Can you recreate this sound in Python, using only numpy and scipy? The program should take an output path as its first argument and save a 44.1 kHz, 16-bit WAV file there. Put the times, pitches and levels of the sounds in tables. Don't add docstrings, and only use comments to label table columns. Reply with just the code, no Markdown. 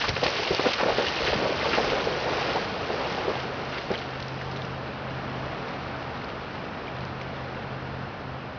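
import sys
import numpy as np
from scipy import signal
from scipy.io import wavfile

SR = 44100
rng = np.random.default_rng(int(sys.argv[2]) if len(sys.argv) > 2 else 0)


def pcm_store(signal):
    levels = np.round(np.clip(np.atleast_2d(signal), -1, 1) * 32767)
    wavfile.write(sys.argv[1], SR, levels.astype(np.int16).T)


N = 378641

# t/s, duration/s, relative level/dB, f/Hz
PLUNGES = [(0.08, 0.022, -27.5, 565), (0.159, 0.019, -28.5, 473), (0.221, .007, -25, 470),
           (0.23, 0.01, -15.5, 510), (0.261, .0034, -17, 634), (0.395, .0085, -23, 414),
           (0.506, .009, -17, 390), (0.532, .0077, -23.5, 456), (0.595, 0.0029, -14.5, 410),
           (0.64, .012, -24, 605), (0.65, .008, -19.5, 610), (0.66, 0.009, -15, 420),
           (.686, .008, -26, 520), (0.801, 0.023, -21.5, 730), (0.829, .01, -18, 427),
           (0.859, 0.0097, -19.5, 450), (0.881, 0.015, -18, 580), (.903, 0.015, -24.5, 505),
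           (0.983, 0.022, -18.5, 462), (1.021, 0.025, -29, 510), (1.205, 0.0083, -22.5, 406),
           (1.272, 0.022, -26, 436), (1.329, 0.012, -23, 640), (1.348, 0.036, -28, 187),
           (1.386, 0.025, -25, 350), (1.412, .028, -21.5, 440), (1.45, .028, -21.5, 610),
           (1.494, 0.039, -26.5, 456), (1.731, 0.014, -24, 400), (1.776, 0.017, -19, 550),
           (1.803, 0.017, -20.5, 450), (1.833, 0.035, -29, 620), (1.866, 0.0181, -27.5, 427),
           (1.921, .025, -22.5, 485), (1.962, 0.038, -25, 545), (2.07, .07, -28.5, 470),
           (2.245, 0.056, -30.5, 540), (2.483, 0.035, -27, 470), (2.551, .026, -21, 560),
           (2.89, 0.056, -29, 420), (2.956, 0.027, -34, 560), (3, .025, -29, 580), (3.036, .035, -29, 700),
           (3.179, .0072, -23, 670), (3.279, .02, -23, 400), (3.292, 0.013, -25, 580),
           (3.352, .008, -28.5, 487), (3.904, 0.0032, -18, 426), (3.914, .005, -17.5, 420),
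           (3.92, .009, -30, 580)]
# f/Hz, relative density level/dB
SPRAY_SPECTRUM = [(700, -5), (1000, 1.5), (1400, 1.5), (1900, 0.5), (2800, 2.5), (3600, -3.5), (4800, -4),
                  (6500, -10.5)]
FULL_PLUNGE_S = 0.022


def from_db(db):
    return 10 ** (np.asarray(db) / 20)


def unit_rms(x):
    return x / np.sqrt(np.mean(x ** 2) + 1e-20)


def in_time(curve):
    return np.interp(np.arange(N) / SR, *np.transpose(curve))


def at_hz(spectrum, hz):
    frequencies, levels = np.transpose(spectrum)
    return np.interp(np.log(hz), np.log(frequencies), levels)


def drift(corner_hz):
    step, settling = 40, 2000
    pole = np.exp(-2 * np.pi * corner_hz * step / SR)
    white = rng.standard_normal(N // step + settling + 2)
    slow = signal.lfilter([1], [1, -2 * pole, pole * pole], white)[settling:]
    return np.interp(np.arange(N) / step, np.arange(len(slow)), unit_rms(slow))


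def add(out, start_s, sound):
    i = max(int(start_s * SR), 0)
    out[i:i + len(sound)] += sound[:max(N - i, 0)]


def butterworth(x, order, hz, kind):
    return signal.sosfilt(signal.butter(order, hz, kind, fs=SR, output="sos"), x)


def bubble_cloud(spectrum, per_s, cycles, size_db, clump_db, bands, tilt_db=0):
    out, power, common_drift = 0, 0, drift(25)
    for hz in np.geomspace(spectrum[0][0], spectrum[-1][0], bands):
        births = np.flatnonzero(rng.random(N) < per_s / bands / SR)
        sizes = np.minimum(rng.exponential(1, N)[births], 4)
        kicks = np.full(N, 1e-18)
        kicks[births] = from_db(size_db * sizes) * np.sign(rng.standard_normal(N)[births])
        pole = from_db(-60 * hz / (cycles * SR))
        rings = signal.lfilter([1, 0, -1], [1, -2 * pole * np.cos(2 * np.pi * hz / SR), pole**2], kicks)
        rings = butterworth(rings, 1, [hz / 2, min(hz * 2, SR / 2 - 1)], "band")
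        gain = from_db(at_hz(spectrum, hz)) * np.sqrt(hz)
        tilt = from_db(tilt_db * np.log2(hz / 3000))
        clumping = from_db(clump_db * (0.11 * common_drift + drift(25)))
        out = out + gain * tilt * clumping * unit_rms(rings)
        power += gain ** 2
    return out / np.sqrt(power)


def aftermath(level_db, peak_s):
    power, age = np.zeros(N), np.arange(SR) / SR / peak_s
    swell = age * np.exp(1 - age)
    for start, duration, plunge_db, _ in PLUNGES:
        add(power, start, from_db(plunge_db + level_db) ** 2 * duration / FULL_PLUNGE_S * swell)
    return power


def wake():
    # t/s, relative level/dB
    airborne = [(0, -32), (.09, -33.5), (.135, -41), (.175, -34.5), (.21, -36), (.26, -33.5), (.7, -31.5),
                (.86, -38), (1.04, -32), (1.14, -34.5), (1.28, -31.5), (1.52, -37.5), (1.74, -30.5),
                (2.1, -38), (2.53, -34), (2.7, -43), (3.14, -37.5), (3.52, -47), (3.76, -41.5), (4.08, -48),
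                (4.62, -47.5), (5.2, -73)]
    # t/s, level/dB
    slosh = [(0, -43), (.19, -43), (.3, -31.5), (.55, -35.5), (.75, -39.5), (.9, -29.5), (1.15, -36.5),
             (1.35, -32), (1.57, -37.5), (1.67, -28.5), (1.76, -37), (1.9, -31), (2.2, -36), (2.36, -30),
             (2.56, -34), (2.68, -37), (3.12, -33.5), (3.5, -37.5), (3.9, -42.5), (4.6, -42.5), (5.2, -58)]
    # f/Hz, relative density level/dB
    churn_spectrum = [(200, -12.5), (290, -10), (400, 2.5), (600, -0.5), (840, -2.5), (1000, -9.5),
                      (1400, -13), (2200, -15.5)]
    start_m, away_m_per_s = 3.87, 2.7
    distance_doublings = np.log2(1 + away_m_per_s * np.arange(N) / SR / start_m)
    airborne_db = in_time(airborne)
    boil = aftermath(level_db=-9, peak_s=0.01)
    fallback = aftermath(level_db=-23.5, peak_s=0.071)
    churn_gain = np.sqrt(from_db(in_time(slosh)) ** 2 + boil)
    spray_gain = np.sqrt(from_db(airborne_db - 0.1) ** 2 + fallback)
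    churn = bubble_cloud(churn_spectrum, per_s=900, cycles=15.4, size_db=0.5, clump_db=-0.5, bands=24)
    spray = bubble_cloud(SPRAY_SPECTRUM, per_s=7000, cycles=13, size_db=2.16, clump_db=0.76, bands=20,
                         tilt_db=2 - 2 * distance_doublings)
    large_drops = bubble_cloud(SPRAY_SPECTRUM, per_s=450, cycles=18, size_db=0.5, clump_db=1, bands=27,
                               tilt_db=4.5)
    return churn_gain * churn + spray_gain * spray + from_db(airborne_db - 8.5) * large_drops


def air_noise(spectrum, flutter_db, bands):
    out, edges = 0, np.geomspace(spectrum[0][0], spectrum[-1][0], bands + 1)
    white = rng.standard_normal((2, N))
    for k, (low, high) in enumerate(zip(edges, edges[1:])):
        band = butterworth(white[k % 2], 2, [low, high], "band")
        out = out + band * from_db(at_hz(spectrum, np.sqrt(low * high)) + flutter_db * drift(9.7))
    return unit_rms(out)


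def forest_wind():
    # t/s, relative level/dB
    breeze = [(0, -33.5), (.15, -46.5), (.6, -36), (1.15, -36), (1.6, -31.5), (3.5, -33.5), (4.4, -36.5),
              (4.9, -34.5), (5.4, -33), (6.0, -34), (6.8, -35), (7.4, -35), (8.0, -35.5), (8.59, -37)]
    # f/Hz, relative density level/dB
    spectrum = [(30, -15.5), (60, -2), (100, 0.5), (200, 1.5), (310, -0.5), (450, 1), (700, 1.5),
                (1020, -3), (1480, -3), (1950, -10.5), (2750, -11.5), (3500, -19), (4600, -22.5),
                (6500, -30)]
    return from_db(in_time(breeze) - 1.07) * air_noise(spectrum, flutter_db=0.28, bands=26)


def microphone_wind():
    # centre t/s, duration/s, relative buffet level/dB, surge level/dB
    gusts = [(.115, 0.14, -35.5, -50), (0.234, 0.16, -42, -54), (0.52, 0.045, -41, -38),
             (0.947, 0.2, -51, -52), (1.234, 0.091, -50, -39), (1.342, 0.15, -39, -42),
             (1.878, 0.3, -50, -46), (2.517, 0.051, -41, -49)]
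    # f/Hz, relative density level/dB
    buffet_spectrum = [(25, -10.5), (45, -3.5), (65, 0), (110, 1.5), (220, -7), (400, -23.5)]
    # f/Hz, relative density level/dB
    surge_spectrum = [(34, -8), (50, 8), (68, -6), (90, -13.5)]
    buffet_gain, surge_gain = np.full(N, from_db(-52.5)), np.zeros(N)
    for centre, duration, buffet_db, surge_db in gusts:
        swell = np.sqrt(np.hanning(int(duration * SR)))
        add(buffet_gain, centre - duration / 2, from_db(buffet_db + 1) * swell)
        add(surge_gain, centre - duration / 2, from_db(surge_db) * swell)
    surge = surge_gain * air_noise(surge_spectrum, flutter_db=3, bands=3)
    return surge + buffet_gain * air_noise(buffet_spectrum, flutter_db=2, bands=6)


def wavelets():
    # t/s, level/dB
    lapping = [(0, -43.5), (4.0, -52.5), (4.9, -53), (5.7, -48), (6.5, -51.5), (7.4, -53.5), (8.59, -64)]
    fizz = bubble_cloud(SPRAY_SPECTRUM, per_s=3200, cycles=5, size_db=2, clump_db=3, bands=12,
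                        tilt_db=-5.5)
    return from_db(in_time(lapping)) * fizz


def far_engine():
    # t/s, level/dB
    firing_tone = [(.6, -50.5), (1.1, -51), (2.3, -46), (2.75, -50.5), (3.0, -46), (3.7, -44.5),
                   (3.85, -52.5), (4.2, -41), (4.65, -38), (4.92, -44), (5.12, -38), (5.5, -40.5),
                   (5.72, -51.5), (5.85, -43.5), (6.2, -44.5), (6.35, -49), (6.85, -50), (7.02, -38.5),
                   (7.25, -40.5), (7.35, -43.5), (7.7, -41), (8.04, -38), (8.16, -56.5), (8.28, -40.5),
                   (8.59, -47)]
    # multiple of the cycle rate, mean level/dB
    weak_orders = [(3, -62.5), (5, -53.5), (6, -58), (11, -54.5), (13, -54.5), (16, -56)]
    # f/Hz, relative density level/dB
    exhaust = [(55, -11.5), (78, 1.5), (105, -2), (170, -5.5), (230, -1), (320, -11)]
    cycle_hz, firings_per_cycle = 16.35, 8
    wander, flutter_db, rumble_db = 0.004, 0.9, -54
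    firing_db = in_time(firing_tone)
    fading_db = 0.55 * (firing_db - firing_db.mean())
    phase = 2 * np.pi * cycle_hz * np.cumsum(1 + wander * drift(4.16)) / SR
    lines = [(firings_per_cycle, firing_db)] + [(order, db + fading_db) for order, db in weak_orders]
    hum = sum(from_db(db + flutter_db * drift(4.1)) * unit_rms(np.sin(order * phase))
              for order, db in lines)
    return hum + from_db(rumble_db + fading_db) * air_noise(exhaust, flutter_db=-1.5, bands=5)


def bubble(t, hz, cycles, rise):
    age = np.maximum(t, 0) * hz / cycles
    phase = 2 * np.pi * cycles * age * (1 + rise * np.minimum(age, 1))
    return np.sin(phase) * from_db(-60 * age)


def splashes(impacts, per_s, max_bubbles, octaves_below, octaves_above, cycles, ring_growth, rise, lag):
    out, t = np.zeros(N), np.arange(SR // 8) / SR
    for start, duration, level_db, hz in impacts:
        count = int(np.clip(1.5 + per_s * duration, 2, max_bubbles))
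        jitter, pitch, strength, polarity = rng.random((4, max_bubbles))[:, :count, None]
        index = np.arange(count)[:, None]
        birth = (index + jitter * (index > 0) / 2) / count * lag
        weight = (0.6 + strength) * np.sign(polarity - 0.5) / (1 + birth ** 4)
        octaves = (2 * pitch - 1) * np.where(pitch < 0.5, octaves_below, octaves_above) * (index > 0)
        ring_cycles = cycles * (duration / FULL_PLUNGE_S) ** ring_growth
        rings = weight * bubble(t - birth * duration, hz * 2 ** octaves, ring_cycles, rise)
        cluster = butterworth(rings.sum(axis=0), 2, 0.57 * hz * 2 ** -octaves_below, "high")
        rms = np.sqrt(np.mean(cluster[t < duration + 0.003] ** 2) + 1e-12)
        add(out, start, cluster / rms * from_db(level_db))
    return out


def slaps():
    # t/s, duration/s, relative level/dB, f/Hz
    landings = [(.012, 0.019, -22.5, 2600), (.038, 0.019, -21.5, 1360), (.081, 0.019, -22.5, 3220),
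                (.163, .008, -22, 1900), (.234, 0.02, -21.5, 3400), (.264, 0.0052, -17, 2180),
                (.278, 0.0074, -24.5, 3000), (.323, 0.0071, -32, 2820), (.354, 0.036, -27.5, 2890),
                (.432, 0.0067, -25, 3430), (.449, 0.0044, -24, 2600), (.473, 0.011, -25.5, 2570),
                (.547, .004, -32, 4300), (.596, .004, -23, 1300), (.654, 0.026, -23, 1600),
                (.664, .025, -29, 4300), (.717, .006, -26, 3100), (.733, 0.008, -19, 3600),
                (.785, 0.035, -23.5, 1750), (.833, 0.0087, -22.5, 1600), (.865, 0.051, -30, 1300),
                (.975, .025, -31, 1700), (1.068, .014, -27, 3000), (1.164, .007, -25, 2600),
                (1.25, .004, -24, 4000), (1.262, 0.041, -23, 2300), (1.33, 0.017, -26.5, 2080),
                (1.388, 0.0064, -36, 2470), (1.43, 0.045, -40, 1400), (1.61, .025, -25.5, 1800),
                (1.731, 0.02, -19, 1690), (1.901, 0.0027, -19.5, 2860), (1.975, 0.029, -31, 1400),
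                (2.31, 0.059, -32, 1600), (2.39, 0.055, -32, 3400), (3.401, .004, -29, 2800),
                (3.725, 0.044, -31.5, 1970), (3.775, 0.014, -30, 2300), (3.938, .014, -26.5, 2200),
                (4.015, .008, -33, 2580), (4.412, .016, -36, 2200), (4.556, .014, -38, 2300)]
    return from_db(-6.5) * splashes(landings, per_s=2900, max_bubbles=90, octaves_below=0.7,
                                    octaves_above=0.78, cycles=7, ring_growth=0.15, rise=0.23, lag=1.3)


def gulps():
    return from_db(-5) * splashes(PLUNGES, per_s=450, max_bubbles=40, octaves_below=0.35,
                                  octaves_above=0.62, cycles=11, ring_growth=0.56, rise=0.26, lag=1.7)


def drips():
    # t/s, relative peak level/dB, f/Hz, decay time/cycles
    drops = [(.093, -12, 5360, 17), (.549, -16.5, 4960, 22), (1.069, -22, 2830, 62), (1.085, -14, 3000, 14),
             (3.356, -28.5, 3300, 20), (3.785, -28, 2100, 18), (3.856, -37, 4300, 20),
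             (3.918, -26, 5400, 15), (3.956, -25, 3080, 30), (3.979, -26.5, 4180, 20),
             (3.99, -28, 3400, 22), (4.204, -26, 5000, 12), (4.227, -25, 3600, 12), (4.284, -28, 5300, 16),
             (4.415, -28, 1970, 21), (4.516, -30, 4800, 12), (4.563, -27, 2100, 10), (4.573, -29, 3700, 14),
             (4.621, -26, 3500, 17), (4.648, -33, 2660, 39), (4.652, -32, 5400, 16), (5.712, -39, 4200, 18),
             (6.246, -31, 4500, 15), (6.872, -35, 3020, 45), (6.881, -31.5, 2330, 59),
             (6.968, -35, 3580, 18), (7.053, -31, 4730, 11), (7.216, -35, 3340, 16), (7.215, -28, 2250, 20),
             (7.368, -36, 3450, 40), (7.548, -33, 2250, 28)]
    tick_decay_s, spatter_decay_s = 0.00082, 0.0097
    out, spatter_gain, t = np.zeros(N), np.zeros(N), np.arange(SR // 20) / SR
    for start, peak_db, hz, cycles in drops:
        hardness = min(1, 18 / cycles)
        tick = 0.21 * hardness * rng.standard_normal(len(t)) * np.exp(-t / tick_decay_s)
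        add(out, start - 0.001, from_db(peak_db + 2.5) * (bubble(t, hz, cycles, rise=0.048) + tick))
        add(spatter_gain, start - 0.002, hardness * from_db(peak_db - 19) * np.exp(-t / spatter_decay_s))
    spatter = bubble_cloud(SPRAY_SPECTRUM, per_s=2000, cycles=9.3, size_db=4, clump_db=2, bands=12,
                           tilt_db=7)
    return out + spatter_gain * spatter


def near_reflection(x, delay_s, gain):
    samples = np.arange(N)
    return x - gain * np.interp(samples - delay_s * SR, samples, x, left=0)


def scene():
    dog = near_reflection(wake() + slaps() + gulps(), delay_s=0.00305, gain=0.12)
    return (dog + forest_wind() + microphone_wind() + wavelets() + far_engine() + drips())[None]


def record(dry):
    # f/Hz, bandwidth/Hz, gain/dB
    housing = [(2860, 300, 0.5), (3450, 290, -1.3), (4230, 1400, 1.5)]
    for hz, width, db in housing:
        resonance = signal.lfilter(*signal.iirpeak(hz, hz / width, fs=SR), dry)
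        dry = dry + (from_db(db) - 1) * resonance
    roll_off = signal.firwin(61, 5950, window=("kaiser", 5.5), fs=SR)
    softened = signal.convolve(dry, roll_off[None], "same")
    return butterworth(softened, order=14, hz=7130, kind="low")


dry = scene()
out = record(dry)
pcm_store(out)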